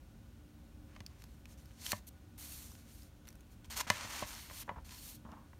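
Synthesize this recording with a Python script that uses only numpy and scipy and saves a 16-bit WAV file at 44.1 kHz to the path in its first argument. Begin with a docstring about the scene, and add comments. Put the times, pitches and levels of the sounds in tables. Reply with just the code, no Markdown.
"""A quiet room, the microphone of a phone close to a picture book: a hand turns a glossy page.
Fingers and sheets slide in short strokes (shaped noise of micro-slips), creases tick (short noise bursts),
blows on the book ring its modes, a corner snaps free, and the page flaps and lands (puffs of resonant noise).
Under it lie a low ventilation rumble, wavering fan tones and the hiss of the microphone."""
import sys
import numpy as np
from scipy import signal
from scipy.fft import rfft, irfft
from scipy.io import wavfile
from scipy.ndimage import uniform_filter1d

SR = 44100
rng = np.random.default_rng(int(sys.argv[2]) if len(sys.argv) > 2 else 0)


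def inscribe(sig):
    """Save sig as 16-bit PCM at rate SR to the path in sys.argv[1].

    A 1-D sig is mono; a 2-D sig holds one channel per row.
    Samples are clipped to [-1, 1] before scaling.
    """
    pcm = np.round(np.clip(np.atleast_2d(sig).T, -1, 1) * 32767)
    wavfile.write(sys.argv[1], SR, pcm.astype(np.int16))


def elevation(decibels):
    """Turn decibel levels (scalar or array-like) into linear amplitude ratios."""
    levels = np.asarray(decibels, float)
    return 10 ** (levels / 20)


N = 246519


def unit(x):
    """Scale to rms 1."""
    return x / np.sqrt(np.mean(x ** 2))


def log_frequencies(x):
    """Natural logarithm of the spectrum's frequencies, from 1 Hz up."""
    return np.log(np.maximum(np.arange(len(x) // 2 + 1) * SR / len(x), 1))


def colour(x, points):
    """Shape the spectrum by (f/Hz, level/dB) points joined on a log frequency axis."""
    hz, db = np.transpose(points)
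    gain = elevation(np.interp(log_frequencies(x), np.log(hz), db))
    return irfft(rfft(x) * gain, len(x))


def resonate(x, hz, width):
    """Two-pole band-pass, gain 1 at the centre."""
    return signal.lfilter(*signal.iirpeak(hz, hz / max(width, 1), fs=SR), x)


# corners of the cross-fades between low, middle and high part: f/Hz
BAND_CORNERS = (1500, 4000, 5500, 11000)


def three_bands(x):
    """Low, middle and high part, cross-faded so that they sum to the whole."""
    f = log_frequencies(x)
    shares = ((1, 0, 0, 0), (0, 1, 1, 0), (0, 0, 0, 1))
    spectrum = rfft(x)
    return np.array([irfft(spectrum * np.interp(f, np.log(BAND_CORNERS), share), len(x)) for share in shares])


def walk(rate):
    """Random levels held 1 / rate s and slewed twice; spread near 1."""
    hold = int(SR / rate)
    steps = np.repeat(rng.standard_normal(N // hold + 1), hold)
    slewed = uniform_filter1d(uniform_filter1d(steps, hold), hold)
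    return unit(slewed[:N])


def add(out, s, sound):
    """Mix a short sound in at time s."""
    i = int(s * SR)
    out[i:i + len(sound)] += sound[:N - i]


# the room's air and the microphone hiss, spectral shape: f/Hz, relative level per hertz/dB
ROOM_SHAPE = [(15, -65.5), (25, -31.5), (41, -5), (64, 0.5), (141, -11.5), (229, -13.5), (326, -20.5),
              (531, -30.5), (575, -26.5), (641, -28.5), (1070, -32.5), (1440, -34), (2160, -37.5),
              (2350, -36.5), (16000, -45.5)]
# wavering fan tones: f/Hz, width/Hz, level/dB
FAN_TONES = [(228.1, 2.9, -68.5), (298, 3.8, -70), (540, 8.5, -79), (772, 2.9, -83.5), (1470, 18, -82.5)]


def room(air_db=-55):
    """Steady rumble and hiss are one shaped noise; narrow bands of noise waver as fan tones."""
    air = elevation(air_db) * unit(colour(rng.standard_normal(N), ROOM_SHAPE))
    tones = sum(elevation(db) * unit(resonate(rng.standard_normal(N), hz, width)) for hz, width, db in FAN_TONES)
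    return air + tones


# long movements over the paper, one list each: t/s, level of the hiss/dB,
# brightness (0 sheet on sheet, 1 fingertip on gloss)
STROKES = [
    [(1.575, -72, 0.53), (1.6, -68.5, 0.59), (1.65, -75.5, 0.39), (1.755, -74, 0.28), (1.836, -55, 0.62),
     (1.862, -49, 0.78), (1.886, -51.5, 0.67), (1.912, -44.5, 0.86), (1.925, -45, 0.18),
     (1.946, -58.5, 0.65), (1.986, -62.5, .7), (2.01, -85, .5)],
    [(2.378, -59, .9), (2.39, -58.5, 1.14), (2.415, -53.5, 1), (2.49, -57, 1.06), (2.56, -56, 1.12),
     (2.71, -66, 0.88), (2.74, -68, 0.98), (2.86, -72.5, .6), (2.905, -65, 0.66), (2.94, -69.5, 1.2),
     (2.985, -67.5, 0.91), (3.078, -73.5, .8), (3.1, -90, .8)],
    [(3.7, -55, 0.46), (3.708, -48.5, 0.55), (3.746, -51.5, 0.24), (3.755, -56.5, .3), (3.77, -42, 0.55),
     (3.795, -43, .4), (3.812, -36, 0.26), (3.826, -60.5, 0.15), (3.864, -64, .1)],
    [(3.868, -57, -0.21), (3.878, -47.5, -0.1), (3.9, -53, .05), (3.911, -47, 0.15), (3.922, -49.5, 0.16),
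     (4.032, -50, -0.084), (4.08, -53, 0.22), (4.134, -47, 0.23), (4.212, -47.5, 0.3), (4.24, -50.5, -0.2),
     (4.258, -56, 0.36), (4.276, -50.5, 0.6), (4.358, -52.5, 0.36), (4.426, -56.5, 0.71),
     (4.486, -58.5, 0.54), (4.55, -55.5, 0.71), (4.616, -50, 1.0), (4.634, -54.5, 0.37), (4.64, -82, 0.17),
     (4.674, -70, .4)],
    [(4.846, -61, .4), (4.86, -61, .6), (4.899, -61.5, 0.32), (4.915, -56, 0.32), (5.0, -58.5, 0.86),
     (5.092, -54.5, 0.93), (5.158, -63, 1), (5.186, -78, 0.45), (5.21, -78, .5)],
]
# how the hand damps the sheet body, one value per long movement: body level/dB, lower is more damped
HELD = [-3, 1, 0.5, 1, -2.5]
# short brushes that swell and fade: middle t/s, length/s, peak level of the hiss/dB, brightness
BRUSHES = [(0.937, 0.12, -77.5, -0.53), (1.133, 0.15, -79, -0.26), (1.21, 0.059, -73.5, .4),
           (1.296, 0.24, -75, 0.55), (1.511, 0.074, -71.5, 0.76), (2.081, 0.027, -60.5, 1.3),
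           (3.29, .07, -76, 0.72), (3.526, 0.048, -73, .9), (3.653, 0.021, -66, 0.36)]


def contact(lift_s=0.004, brush_held_db=1.2, body_db_per_bright=-10.5, grain_db=-9.5, grain_db_per_bright=12.5):
    """Gains of body, hiss and grain: a brighter contact moves the sheet less and scratches finer."""
    t = np.arange(N) / SR
    moves = []
    for rows, held_db in zip(STROKES, HELD):
        s, db, bright = np.transpose(rows)
        touch = np.clip(np.minimum(t - s[0], s[-1] - t) / lift_s + .5, 0, 1)
        gain = touch * elevation(np.interp(t, s, db))
        moves.append((gain, np.interp(t, s, bright), held_db))
    for s, length, db, bright in BRUSHES:
        phase = np.pi * np.clip((t - s) / length, -.5, .5)
        swell = np.sqrt(np.abs(np.cos(phase)))
        moves.append((elevation(db) * swell, bright, brush_held_db))
    power = 0
    for gain, bright, held_db in moves:
        # body (below about 2.5 kHz) and grain (above about 8 kHz) against the hiss between them
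        body = elevation(held_db + body_db_per_bright * bright)
        grain = elevation(grain_db + grain_db_per_bright * bright)
        power = power + np.array([gain * body, gain, gain * grain]) ** 2
    return np.sqrt(power)


# colour of paper rubbed up close, also under the ticks: f/Hz, relative level per hertz/dB
SLIDE = [(240, -20), (400, -13), (598, -9.5), (826, -5.5), (1060, -4), (1530, -5), (2120, -4.5), (2590, -3),
         (4950, -3), (6540, -3), (10400, -1.5), (15300, -3), (16000, -29)]
# resonances of the rubbed sheet: f/Hz, width/Hz, middle level against the bare slips/dB
SHEET = [(613, 45, -7), (980, 110, -11), (2140, 390, -11), (2970, 870, -19), (4420, 280, -3.5),
         (6240, 3100, -5.5), (8840, 760, -19), (11500, 380, -12), (13200, 870, -21)]
# colour of cracking paper, also under the blows: f/Hz, relative level per hertz/dB
CRACK = [(300, -12), (1500, -0.5), (6000, -7.5), (9000, -13), (16000, -33)]


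def sliding(catch_db=1.0, grip_db=0.83, bend_db=4.0, crackle_db=-6, crackles_per_s=160, spread_db=4.5,
            crackle_t60_s=0.0073):
    """Dense micro-slips of uneven size; grip wavers, and each sheet resonance comes and goes as the page bends."""
    unevenness_db = catch_db * walk(900) + grip_db * walk(80)
    slips = rng.standard_normal(N) * elevation(unevenness_db)
    ringing = sum(elevation(db + bend_db * walk(12)) * resonate(slips, hz, width) for hz, width, db in SHEET)
    low, mid, high = (unit(band) for band in three_bands(colour(slips + ringing, SLIDE)))
    body_gain, hiss_gain, grain_gain = contact()
    # where the sheet itself moves, small creases pop at random
    pops = (rng.random(N) < crackles_per_s / SR) * elevation(spread_db * rng.exponential(size=N))
    fading = signal.lfilter([1], [1, -elevation(-60 / (crackle_t60_s * SR))], pops)
    bursts = fading * rng.standard_normal(N)
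    crackle = elevation(crackle_db) * unit(colour(bursts, CRACK))
    return body_gain * (low + crackle) + hiss_gain * mid + grain_gain * high


# creases ticking: t/s, relative level/dB, pitch f/Hz, narrowness (0-1)
TICKS = [(0.9497, -47.5, 3030, .7), (1.0636, -32, 4940, 0.7), (1.2202, -40.5, 3800, 0.33),
         (1.2391, -39, 4770, 0.24), (1.4555, -42, 2500, 0.15), (1.657, -48, 5000, .3),
         (1.715, -51, 3000, .3), (1.8637, -19.5, 2960, .8), (1.9186, -15, 4400, 0.33),
         (2.7174, -46, 5770, .25), (3.021, -45, 4820, .55), (3.032, -44.5, 5390, .55),
         (3.2535, -49.5, 3340, .3), (3.2718, -46, 4420, .1), (3.279, -42, 4270, 0),
         (3.2869, -36.5, 5820, 0.32), (3.3037, -48, 4490, .15), (3.327, -51, 4550, 0.06),
         (3.3543, -50.5, 6030, 0), (3.4067, -46.5, 6560, 0.6), (3.6444, -42.5, 3440, .85),
         (3.774, -30, 2090, .4), (3.803, -28, 2500, .3), (4.35, -34, 5260, 0.6), (4.81, -55, 2870, 0.4),
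         (4.892, -40, 2620, 0.5), (4.908, -38, 2900, 0.4), (5.3168, -44, 2850, 0.7)]


def ticking(rise_s=0.00089, t60_s=0.012, ring_db=12.5, sharpness=14.0, treble_db_per_octave=8.0):
    """Each crease lets go in a short burst of cracks that favours its own pitch."""
    out, t = np.zeros(N), np.arange(SR // 20) / SR
    shape = np.minimum(t / rise_s, 1) * elevation(-60 * t / t60_s)
    # a fully narrow tick loses this much of its low, middle and high part
    narrow_db = np.array([-24, 0, -14])
    for s, db, hz, narrow in TICKS:
        bands = three_bands(colour(rng.standard_normal(len(t)), SLIDE))
        bands[1] += elevation(ring_db) * resonate(bands[1], hz, hz / sharpness)
        bands = bands / bands.std(axis=1, keepdims=True)
        # a higher tick carries more treble
        bands[2] *= elevation(treble_db_per_octave * np.log2(hz / 4500))
        burst = elevation(db + narrow * narrow_db) @ bands
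        add(out, s, 0.44 * shape * burst)
    return out


# blows on the book: t/s, peak level of the ring/dB, contact/ms, thump against the other modes/dB,
# stiffness as pitch ratio
TAPS = [(0.9631, -40, 0.074, -17, 1.04), (1.005, -38.5, 0.032, 13, 0.98), (1.9302, -26, 0.24, -2, 1.01),
        (3.8679, -39.5, 0.25, 0, 1.23), (3.9015, -8.5, .035, -3, 1), (4.046, -42.5, 0.7, 1, 1.01),
        (4.2235, -29, 0.41, -8, 1), (4.499, -41, 0.11, -4, 1.06), (4.51, -42, 0.17, 3, 0.94),
        (4.679, -41, 0.32, -3, 0.89), (4.6922, -30, .17, -8, 0.98), (4.712, -41.5, 0.66, -6, .9),
        (4.769, -43, 0.81, 5, 0.76), (5.25, -42, 0.34, 12, 1.06), (5.288, -49, 0.36, -15, 1.08),
        (5.324, -44.5, 0.45, 10, 0.97), (5.532, -49, 0.2, -12, 0.94)]
# what the book rings with: f/Hz at stiffness 1, relative level/dB, t60/s
BOOK = [(100, -13, .13), (198, -9, .055), (600, -8, .045), (760, -9, .025), (980, -6, .04),
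        (1125, -4, .035), (1800, -4, .025), (2075, -1, .024), (2450, -5, .022), (2925, -7, .032),
        (3465, -10, .02), (4370, -7, .017), (4875, -5, .017), (6370, -3, .017), (9100, -17, .02),
        (11500, -14, .01)]


def tapping(crack_t60_s=0.015, detune=0.0097, thump_hz=300, crack_db=-9, crack_db_per_ms=-26, dull_db_per_ms=-74):
    """A push rings the book's modes, duller for a longer contact; a crack of paper rides on it."""
    out, t = np.zeros(N), np.arange(SR // 5) / SR
    hz, mode_db, t60 = np.transpose(BOOK)[:, :, None]
    # deep modes start in alternate directions, the high ones leap off together
    start = np.where(hz < 1500, np.pi * np.arange(len(BOOK))[:, None], 1.2)
    for s, db, ms, thump_db, stiff in TAPS:
        pitch = stiff * hz * (1 + detune * rng.standard_normal(hz.shape))
        # the weight of the hand decides how much the deep cover modes move
        weight_db = mode_db + thump_db * (hz < thump_hz)
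        modes = elevation(weight_db - 60 * t / t60) * np.sin(2 * np.pi * pitch * t + start)
        push = np.exp(-(t[:SR // 100] * 1000 / max(ms, .01) - 1) ** 2 * 2)
        ring = np.convolve(np.sum(modes, axis=0), push)[:len(t)]
        # a softer contact cracks less, and with less treble
        fade = elevation(crack_db + crack_db_per_ms * ms - 60 * t / crack_t60_s)
        crack = unit(colour(rng.standard_normal(len(t)), CRACK)) * fade
        crack = colour(crack, [(3000, 0), (9000, dull_db_per_ms * ms)])
        add(out, s, elevation(db) * (ring / np.abs(ring).max() + crack))
    return out


# the loose page flaps and settles on its air cushion: t/s, level that the fade starts from/dB, fade/(dB per s)
FLAPS = [(4.677, -46, 302), (4.692, -39, 700), (4.713, -53, 600), (4.758, -48, 448), (4.779, -48, 700),
         (5.251, -51.5, 250), (5.287, -51, 200), (5.318, -54, 142)]
# resonances of the gap under it: f/Hz, width of the first of two passes/Hz, relative level/dB
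FLAP_MODES = [(740, 500, 2), (960, 290, 11), (1450, 160, -14)]


def flapping(flutter_db=3.0, rise_s=0.0046):
    """Air pumped from under the sheet in uneven puffs rings the gap dully."""
    t = np.arange(N) / SR
    puffs = rng.standard_normal(N) * elevation(flutter_db * walk(70))
    power = np.zeros(N)
    for s, db, fade in FLAPS:
        rise = np.clip((t - s) / rise_s, 0, 1)
        power += (rise * elevation(db - fade * np.maximum(t - s, 0))) ** 2
    gap = sum(elevation(db) * resonate(resonate(puffs, hz, width), hz, 2 * width) for hz, width, db in FLAP_MODES)
    return np.sqrt(power) * unit(gap)


# upper edge of the steady sound: f/Hz, gain/dB
TOP_EDGE = [(15900, -1), (16100, -34)]


def scene():
    """The book, with a short faint tail from the walls, over the room; one microphone feeds both channels."""
    air = room()
    steady = sliding() + flapping()
    blows = ticking() + tapping()
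    t = np.arange(SR // 4) / SR
    wall_noise = colour(rng.standard_normal(len(t)), [(200, -2.0), (2000, 1.5), (16000, -7)])
    tail = wall_noise * elevation(-44 - 60 * t / 0.24)  # t60 0.24 s
    walls = signal.fftconvolve(steady + blows, tail)[:N]
    mono = blows + colour(steady + walls + air, TOP_EDGE)
    return np.array([mono, mono])


def top_cut(x):
    """Nothing passes above the cut-off."""
    return signal.sosfilt(signal.butter(12, 16990, fs=SR, output="sos"), x)


# phone housing around the microphone: f/Hz, width/Hz, level at the centre/dB
CASE_DIPS = [(4810, 630, -2.5), (7700, 380, -6), (10330, 460, -8)]


def record(dry):
    """The phone housing notches the treble in three places."""
    for hz, width, db in CASE_DIPS:
        dry = dry - (1 - elevation(db)) * resonate(dry, hz, width)
    return top_cut(dry)


dry = scene()
out = record(dry)
inscribe(out)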